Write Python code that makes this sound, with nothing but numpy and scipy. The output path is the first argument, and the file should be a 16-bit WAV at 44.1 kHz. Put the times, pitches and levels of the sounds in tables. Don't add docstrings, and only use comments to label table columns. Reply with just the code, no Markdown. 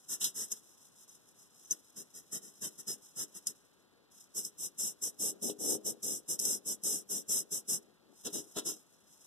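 import sys
import numpy as np
from scipy import signal
from scipy.fft import rfft, irfft, next_fast_len
from scipy.io import wavfile

SR = 44100
rng = np.random.default_rng(int(sys.argv[2]) if len(sys.argv) > 2 else 0)


def output_pcm(signal):
    pcm = np.clip(np.atleast_2d(signal).T, -1, 1) * 32767
    wavfile.write(sys.argv[1], SR, np.round(pcm).astype(np.int16))


N = 408366
TIME = np.arange(N) / SR


def from_db(db):
    return 10 ** (np.asarray(db) / 20)


def rms_one(x):
    return x / np.sqrt(np.mean(x ** 2) + 1e-20)


def ease(x):
    return np.sin(np.pi / 2 * np.clip(x, 0, 1)) ** 2


def in_time(rows):
    s, *columns = np.transpose(rows)
    return np.squeeze([np.interp(TIME, s, column) for column in columns])


def at_hz(points, hz):
    knots, values = np.transpose(points)
    return np.interp(np.log(hz + 1), np.log(knots), values)


def swells(rows, width_s):
    gain = 0
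    for s, level_db in rows:
        offset = np.minimum(np.abs(TIME - s) / width_s, 10)
        gain = gain + from_db(level_db) * np.exp(-offset ** 2)
    return gain


def drift(rate):
    knots = rng.standard_normal(N // 32)
    return rms_one(np.interp(2 * rate * TIME, np.arange(len(knots)), knots))


def grains(per_s, spread_db):
    chance = rng.random((2, N), dtype=np.float32) * 2 - 1
    rank = np.abs(chance) * np.float32(SR / per_s) + 1e-9
    rarity = np.minimum(-np.log(rank), 4)
    sizes = np.exp(rarity * np.float32(spread_db * np.log(10) / 20))
    return np.sign(chance) * sizes * (rank < 1)


def colour(x, spectrum, edge_hz=15, resonances=()):
    hz = np.fft.rfftfreq(4096, 1 / SR)
    lower_edge = np.sqrt(1 + np.minimum(edge_hz / (hz + 1), 2) ** 160)
    gain = from_db(at_hz(spectrum, hz)) / lower_edge
    for centre, width, boost_db in resonances:
        gain = gain * from_db(boost_db / (1 + (2 * (hz - centre) / width) ** 2))
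    kernel = np.float32(np.fft.fftshift(irfft(gain)))
    return rms_one(signal.oaconvolve(np.float32(x), kernel[None], "same", axes=1))


def linger(gain, t60, room_db):
    r = from_db(-120 / (t60 * SR))
    held_power = signal.lfilter([1 - r], [1, -r], gain ** 2 + 1e-18)
    return np.sqrt(gain ** 2 + from_db(room_db) ** 2 * held_power)


# moment the fibres bite in seconds, end in seconds,
# relative hiss level at mid-stroke in dB, rise in level over the stroke as the pressure changes in dB.
SCOURING_STROKES = [(0.073, 0.178, -38.5, 9), (0.195, 0.323, -37, -9), (0.336, 0.479, -40, 6),
                    (0.5, 0.554, -40, -11), (1.701, 1.746, -36.5, -16), (1.952, 2.054, -48.5, -18),
                    (2.13, 2.231, -51, -10), (2.308, 2.401, -40.5, -3.5), (2.406, 2.536, -55, -5),
                    (2.601, 2.707, -40.5, -3), (2.769, 2.828, -46.5, -1), (2.861, 2.975, -41, -11),
                    (3.149, 3.264, -39, 6), (3.332, 3.402, -47.5, 0), (3.452, 3.533, -46.0, -7),
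                    (4.336, 4.443, -38.5, 3), (4.415, 4.509, -45.5, -4), (4.569, 4.7, -40.0, 10),
                    (4.771, 4.946, -37.5, -4), (5.009, 5.118, -37.0, -6.5), (5.182, 5.339, -34.0, 2.5),
                    (5.409, 5.544, -38.0, -6), (5.578, 5.783, -33.5, 24.5), (5.84, 5.944, -37.0, -10),
                    (6.017, 6.222, -38.0, -4.5), (6.275, 6.378, -36.5, -11), (6.381, 6.6, -34, 9.5),
                    (6.645, 6.767, -36.5, 1), (6.827, 7.039, -36, -8), (7.084, 7.241, -38.5, -7),
                    (7.274, 7.443, -32.5, 2), (7.5, 7.623, -38, -5), (7.671, 7.798, -33.5, -4),
                    (8.24, 8.295, -36.0, -11), (8.318, 8.442, -41.5, -12), (8.549, 8.615, -38.5, -1),
                    (8.644, 8.765, -40.0, -18)]
SLIDE_S, SLIDE_DB, BITE_S = 0.03, -23, 0.026
SPEED_UP_S, SLOWING_SHARE = 0.08, .52


def stroke_gains():
    power = np.zeros(N)
    for start, end, level_db, lean_db in SCOURING_STROKES:
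        span = slice(max(int((start - SLIDE_S) * SR), 0), int(end * SR))
        t = TIME[span] - start
        along = np.clip(t / (end - start), 0, 1)
        motion = ease((t + SLIDE_S) / SPEED_UP_S) * ease((1 - along) / SLOWING_SHARE)
        friction = from_db(SLIDE_DB) + ease(t / BITE_S)
        pressure = from_db(level_db + lean_db * (along - .5))
        power[span] += (motion * friction * pressure) ** 2
    return np.sqrt(power)


# centre of the swell in seconds, relative rasp level in dB.
RIM_GRATINGS = [(2.645, -52.5), (8.27, -49.5), (8.581, -41.5)]
RIM_HIT_S = .017
RASP_FLAT_DB, RASP_EDGE_DB, RASP_FINGERS_DB = -25.5, -14.5, 13


def rasp_gains(hiss_gain, flat, covered):
    rasp_db = RASP_FLAT_DB * flat + RASP_EDGE_DB * (1 - flat) + RASP_FINGERS_DB * covered
    return np.hypot(hiss_gain * from_db(rasp_db), swells(RIM_GRATINGS, RIM_HIT_S))


def bench_echo(x, delay_s=.0024, sway_s=0.000492, echo_db=-1.0):
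    late = TIME - delay_s - sway_s * drift(rate=1.2)
    echo = np.array([np.interp(late, TIME, channel) for channel in x])
    return rms_one(x + from_db(echo_db) * echo)


def muffled(x, corner_hz=8500):
    lowpass = signal.butter(1, min(corner_hz, .45 * SR), fs=SR, output="sos")
    return rms_one(signal.sosfilt(lowpass, x))


# frequency in Hz, relative level in dB.
FLAT_PAD_HISS = [(4750, -30.5), (5100, -6), (5700, -3), (6400, -3.5), (6900, -4), (7500, -2), (8150, 0.5),
                 (8900, -3), (9900, -2.5), (11700, -7), (12400, -7.5), (13200, -4.5), (14200, -23.5)]
PAD_EDGE_HISS = [(4750, -2.5), (5100, -1), (5700, 0), (6300, -0.3), (7000, -1), (8000, -2), (9500, -2.5),
                 (11500, -5.5), (13000, -7.5), (14200, -16)]
FIBRE_RASP = [(600, 3), (1000, 1.5), (1500, 0), (2200, -11), (2900, 1.5), (3800, 8), (4600, -2.5),
              (5200, -3), (6000, -26)]
# centre in Hz, width in Hz, boost in dB (negative is a dip).
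PLATE_RESONANCES = [(2804, 40, 12), (2913, 30, 6), (3063, 40, 8), (3866, 45, 7), (5689, 55, 7),
                    (5839, 55, 7), (6193, 70, 4), (6950, 200, -2), (7477, 130, 4), (8170, 170, 2),
                    (8960, 250, -1.5), (10034, 60, 4.5), (10880, 250, 2), (12185, 40, 4), (13717, 80, 6),
                    (13940, 80, 7)]
RIM_RESONANCES = [(1423, 120, 7.5), (1886, 490, 21.5), (2786, 64, 14.5), (3050, 53, 11.5), (3800, 80, -3.5)]
HISS_EDGE_HZ = 5020


def scouring(hiss_gain, rasp_gain, flat, covered):
    flat_hiss = colour(grains(per_s=20000, spread_db=2.0), FLAT_PAD_HISS, HISS_EDGE_HZ, PLATE_RESONANCES)
    edge_hiss = colour(grains(per_s=14000, spread_db=4.5), PAD_EDGE_HISS, HISS_EDGE_HZ)
    open_hiss = np.sqrt(flat) * flat_hiss + np.sqrt(1 - flat) * edge_hiss
    finger_hiss = muffled(colour(grains(per_s=14000, spread_db=5.0), PAD_EDGE_HISS, HISS_EDGE_HZ))
    hiss = np.sqrt(1 - covered) * open_hiss + np.sqrt(covered) * finger_hiss

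    flat_rasp = colour(grains(per_s=6000, spread_db=0.5), FIBRE_RASP, 600, PLATE_RESONANCES)
    edge_rasp = colour(grains(per_s=4600, spread_db=2.5), FIBRE_RASP, 610, RIM_RESONANCES)
    rasp = np.sqrt(flat) * flat_rasp + np.sqrt(1 - flat) * edge_rasp

    flutter = drift(rate=220)
    hiss = bench_echo(hiss) * linger(hiss_gain * from_db(0.85 * flutter), t60=0.065, room_db=-7)
    rasp = bench_echo(rasp) * linger(rasp_gain * from_db(0.74 * flutter), t60=0.14, room_db=-4)
    return from_db(1.18) * hiss + from_db(0.5) * rasp


# frequency in Hz, relative level in dB, 60 dB decay in seconds.
HOUSING_MODES = [(210, -21, 0.098), (311, -4, 0.12), (410.2, -2, 0.13), (469, -5, 0.062)]


def housing(force):
    out = 0
    for hz, level_db, t60 in HOUSING_MODES:
        r, w = from_db(-60 / (t60 * SR)), 2 * np.pi * hz / SR
        resonator = [1, -2 * r * np.cos(w), r * r]
        out = out + from_db(level_db) * signal.lfilter([.5, 0, -.5], resonator, force + 1e-18)
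    return out


# frequency in Hz, relative level in dB.
HOUSING_RUMBLE = [(60, -38), (150, -24), (200, 1.5), (270, -1), (410, 0.5), (550, -4), (750, -12.5),
                  (1000, -27), (1600, -51.5)]
DULL_THUD = [(25, -22), (60, -10.5), (110, -9), (190, 4), (250, -2), (350, -5), (600, -54.5)]


def shaking(gain, flat, give_db=-55, edge_db=3.0):
    force = colour(grains(per_s=1500, spread_db=2.5), HOUSING_RUMBLE)
    shell = from_db(-2.5) * force + from_db(-10.0) * rms_one(housing(force))
    push = gain / np.hypot(1, gain / from_db(give_db))
    thud_noise = colour(grains(per_s=810, spread_db=1.0), DULL_THUD)
    thud = from_db(edge_db * (1 - flat) - 0.1) * push * thud_noise
    return shell * linger(gain, t60=0.36, room_db=-3.5) + thud


# start in seconds, end in seconds, relative level in dB.
LIGHT_GLIDES = [(0.43, 0.624, -54), (0.61, 0.777, -63), (0.767, 0.904, -60.5), (0.926, 1.07, -60.5),
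                (1.06, 1.21, -60), (1.245, 1.34, -66.5), (1.353, 1.485, -61), (1.484, 1.86, -60.5),
                (1.828, 1.917, -65), (2.44, 2.92, -62.5), (2.992, 3.124, -59.5), (3.233, 3.494, -67),
                (4.096, 4.278, -59), (8.13, 8.306, -61.5), (8.402, 8.61, -68), (8.662, 8.81, -55),
                (9.047, 9.21, -62), (9.183, 9.32, -60)]
# time in seconds, relative level in dB.
FILM_FIZZ = [(0, -64), (.9, -69.5), (1.35, -72), (2.2, -67.5), (3.5, -67.5), (3.75, -76.5), (4.08, -81.5),
             (4.35, -71.5), (7.83, -71.5), (7.95, -81), (8.08, -80), (8.3, -58), (9.25, -76)]


def glide_gains():
    power = from_db(in_time(FILM_FIZZ)) ** 2
    for start, end, level_db in LIGHT_GLIDES:
        span = slice(int(start * SR), int(end * SR))
        arch = np.sin(np.pi * (TIME[span] - start) / (end - start))
        power[span] += (from_db(level_db) * arch) ** 2
    return np.sqrt(power)


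def gliding():
    film = colour(grains(per_s=2900, spread_db=-0.5), PAD_EDGE_HISS, HISS_EDGE_HZ)
    rub = from_db(-16) * colour(grains(per_s=11000, spread_db=2.0), FIBRE_RASP, edge_hz=600)
    rub += from_db(-30) * colour(grains(per_s=570, spread_db=3.5), HOUSING_RUMBLE)
    return glide_gains() * from_db(0.16 + 2.2 * drift(rate=62)) * (film + rub)


# time in seconds, relative tick level in dB,
# relative rasp level in dB, 60 dB ring-down in seconds (a fainter common tail is added).
FIBRE_SNAGS = [(0.213, -44, -41.5, 0.2), (0.242, -25, -33.5, 0.099), (0.517, -27, -50, 0.014),
               (.5228, -39.5, -56, .035), (1.709, -30, -86, 0.027), (2.8795, -37, -71, .02),
               (2.916, -35, -61, 0.025), (3.4693, -25, -50.5, 0.049), (4.4493, -30, -59, 0.034),
               (5.496, -45, -46.5, 0.093), (6.03, -35, -59, .02), (6.391, -27.5, -56.5, 0.042),
               (6.398, -27, -54, 0.026), (6.452, -25, -48.5, 0.042), (6.836, -30.5, -68, 0.025),
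               (7.687, -40, -60, 0.022), (8.271, -39, -44, 0.025)]


def snags(tail_db=-21, tail_t60=0.077):
    tick, rasp = np.zeros((2, N))
    t = TIME[:SR // 4]
    for s, tick_db, rasp_db, t60 in FIBRE_SNAGS:
        span = slice(int(s * SR), int(s * SR) + len(t))
        decay = np.hypot(from_db(-60 * t / t60), from_db(tail_db - 60 * t / tail_t60))
        decay *= np.minimum(t / .0003, 1)
        tick[span] += from_db(tick_db) * decay
        rasp[span] += from_db(rasp_db) * decay
    scatter = grains(per_s=18000, spread_db=-2.5)
    bright = colour(scatter, PAD_EDGE_HISS, HISS_EDGE_HZ)
    coarse = colour(scatter, FIBRE_RASP, edge_hz=2550, resonances=PLATE_RESONANCES)
    return tick * bright + rasp * coarse


# start in seconds, fall to 1/e in seconds,
# mean pitch in Hz, relative level in dB.
STICK_SLIPS = [(.5225, 0.0075, 6370, -32), (0.52, 0.0035, 7600, -32), (1.092, .01, 6200, -54),
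               (1.648, 0.0057, 6270, -55.5), (1.657, .008, 6200, -54), (1.7096, 0.015, 6200, -25.5),
               (2.881, 0.05, 5120, -43), (3.475, 0.011, 5010, -44)]


def squeaks(waver=0.007, attack_s=0.00024):
    out, wander = np.zeros((2, N)), drift(rate=540)
    t = TIME[:SR // 10]
    for s, length, hz, level_db in STICK_SLIPS:
        span = slice(int(s * SR), int(s * SR) + len(t))
        shape = (1 - np.exp(-t / attack_s)) * np.exp(-(t / length) ** 4)
        phase = 2 * np.pi * np.cumsum(hz * (1 + waver * wander[span])) / SR
        tone = np.sqrt(2) * np.array([np.sin(phase), np.cos(phase)])
        out[:, span] += from_db(level_db) * shape * tone
    return out


# time in seconds, relative force in dB.
HAND_BUMPS = [(3.233, -54.5), (3.476, -70), (5.498, -32.5), (5.752, -34.5), (8.276, -37.5), (8.568, -34.5)]


def bumps(softness_hz=600):
    force = np.zeros(N)
    for s, level_db in HAND_BUMPS:
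        force[int(s * SR)] = from_db(level_db)
    ringing = housing(force + 1e-12 * rng.standard_normal(N))
    return signal.sosfilt(signal.butter(2, softness_hz, fs=SR, output="sos"), ringing)


# centre of the swell in seconds, peak level in dB.
GRIP_SHIFTS = [(3.6, -81), (3.8, -77), (3.97, -73), (5.36, -63), (7.89, -66.5), (8.1, -64.5)]
SHIFT_S = 0.067


def handling():
    return swells(GRIP_SHIFTS, SHIFT_S) * colour(grains(per_s=300, spread_db=2.5), HOUSING_RUMBLE)


# frequency in Hz, relative level in dB.
WORKSHOP_AIR = [(25, 6.5), (60, -13), (120, -4), (200, 0.5), (400, -1), (700, -7.5), (1400, -10),
                (2500, -15), (4500, -13), (5300, -25.5), (9000, -37), (14000, -24.5)]


def room_air():
    return from_db(-69.0) * colour(rng.standard_normal((2, N)), WORKSHOP_AIR, edge_hz=36)


# time in seconds, share of the pad that lies flat on the plate (0-1),
# share of the hiss muffled by the fingers (0-1).
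PAD_GRIP = [(0, 0.43, 0), (3.6, 0.31, 0), (4.4, 0.95, 0.07), (7.8, 0.82, 0), (8.2, 0.95, 0.6)]
# time in seconds, drive relative to the hiss gain in dB.
HOUSING_SHAKE = [(.25, -22.5), (.55, -18.5), (1.7, -16), (2.0, -14.5), (2.35, -13.5), (2.65, -13.5),
                 (3.25, -15), (4.4, -18), (4.85, -20), (5.25, -13), (5.47, -4.5), (5.87, -7.5),
                 (6.1, -12.5), (6.9, -16), (7.15, -12.5), (7.35, -17), (7.75, -16), (8.26, -6), (8.4, -7.5),
                 (8.58, -2.5), (8.7, -13.5)]


def scene(stroke_db=0.03, uneven_db=0.66):
    flat, covered = np.clip(in_time(PAD_GRIP), 0, 1)
    hiss_gain = stroke_gains() * from_db(stroke_db + uneven_db * drift(rate=25))
    rasp_gain = rasp_gains(hiss_gain, flat, covered)
    housing_gain = hiss_gain * from_db(in_time(HOUSING_SHAKE))
    scrubbing = scouring(hiss_gain, rasp_gain, flat, covered) + shaking(housing_gain, flat) + gliding()
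    return scrubbing + snags() + squeaks() + bumps() + handling() + room_air()


def to_bins(x):
    size = next_fast_len(N, True)
    return rfft(x, size), np.fft.rfftfreq(size, 1 / SR)


# frequency in Hz, shared part of the sound (0-1).
PORT_LIKENESS = [(40, .5), (150, 0), (500, 0), (850, .995), (5300, .995), (5500, .05), (7000, .55),
                 (14000, .1)]
# frequency in Hz, left minus right in dB.
PORT_BALANCE = [(30, -4), (130, 3.5), (400, 6.5), (700, 3.5), (1100, 0), (5000, -0.6), (7800, 0.5),
                (9200, 2.5), (13000, 0.5)]
PORT_LAG_S = .000452
CUTOFF_HZ = 14280


def record(dry):
    (left, diffuse), hz = to_bins(dry)
    alike = np.clip(at_hz(PORT_LIKENESS, hz), 0, .995)
    lag = np.exp(-2j * np.pi * hz * PORT_LAG_S)
    right = -alike * lag * left + np.sqrt(1 - alike ** 2) * diffuse
    ratio = from_db(at_hz(PORT_BALANCE, hz))
    even_power = np.sqrt(2 / (1 + ratio ** 2))
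    ports = irfft(np.array([left * ratio, right]) * even_power)[:, :N]
    return signal.sosfilt(signal.ellip(10, .1, 80, CUTOFF_HZ, fs=SR, output="sos"), ports)


dry = scene()
out = record(dry)
output_pcm(out)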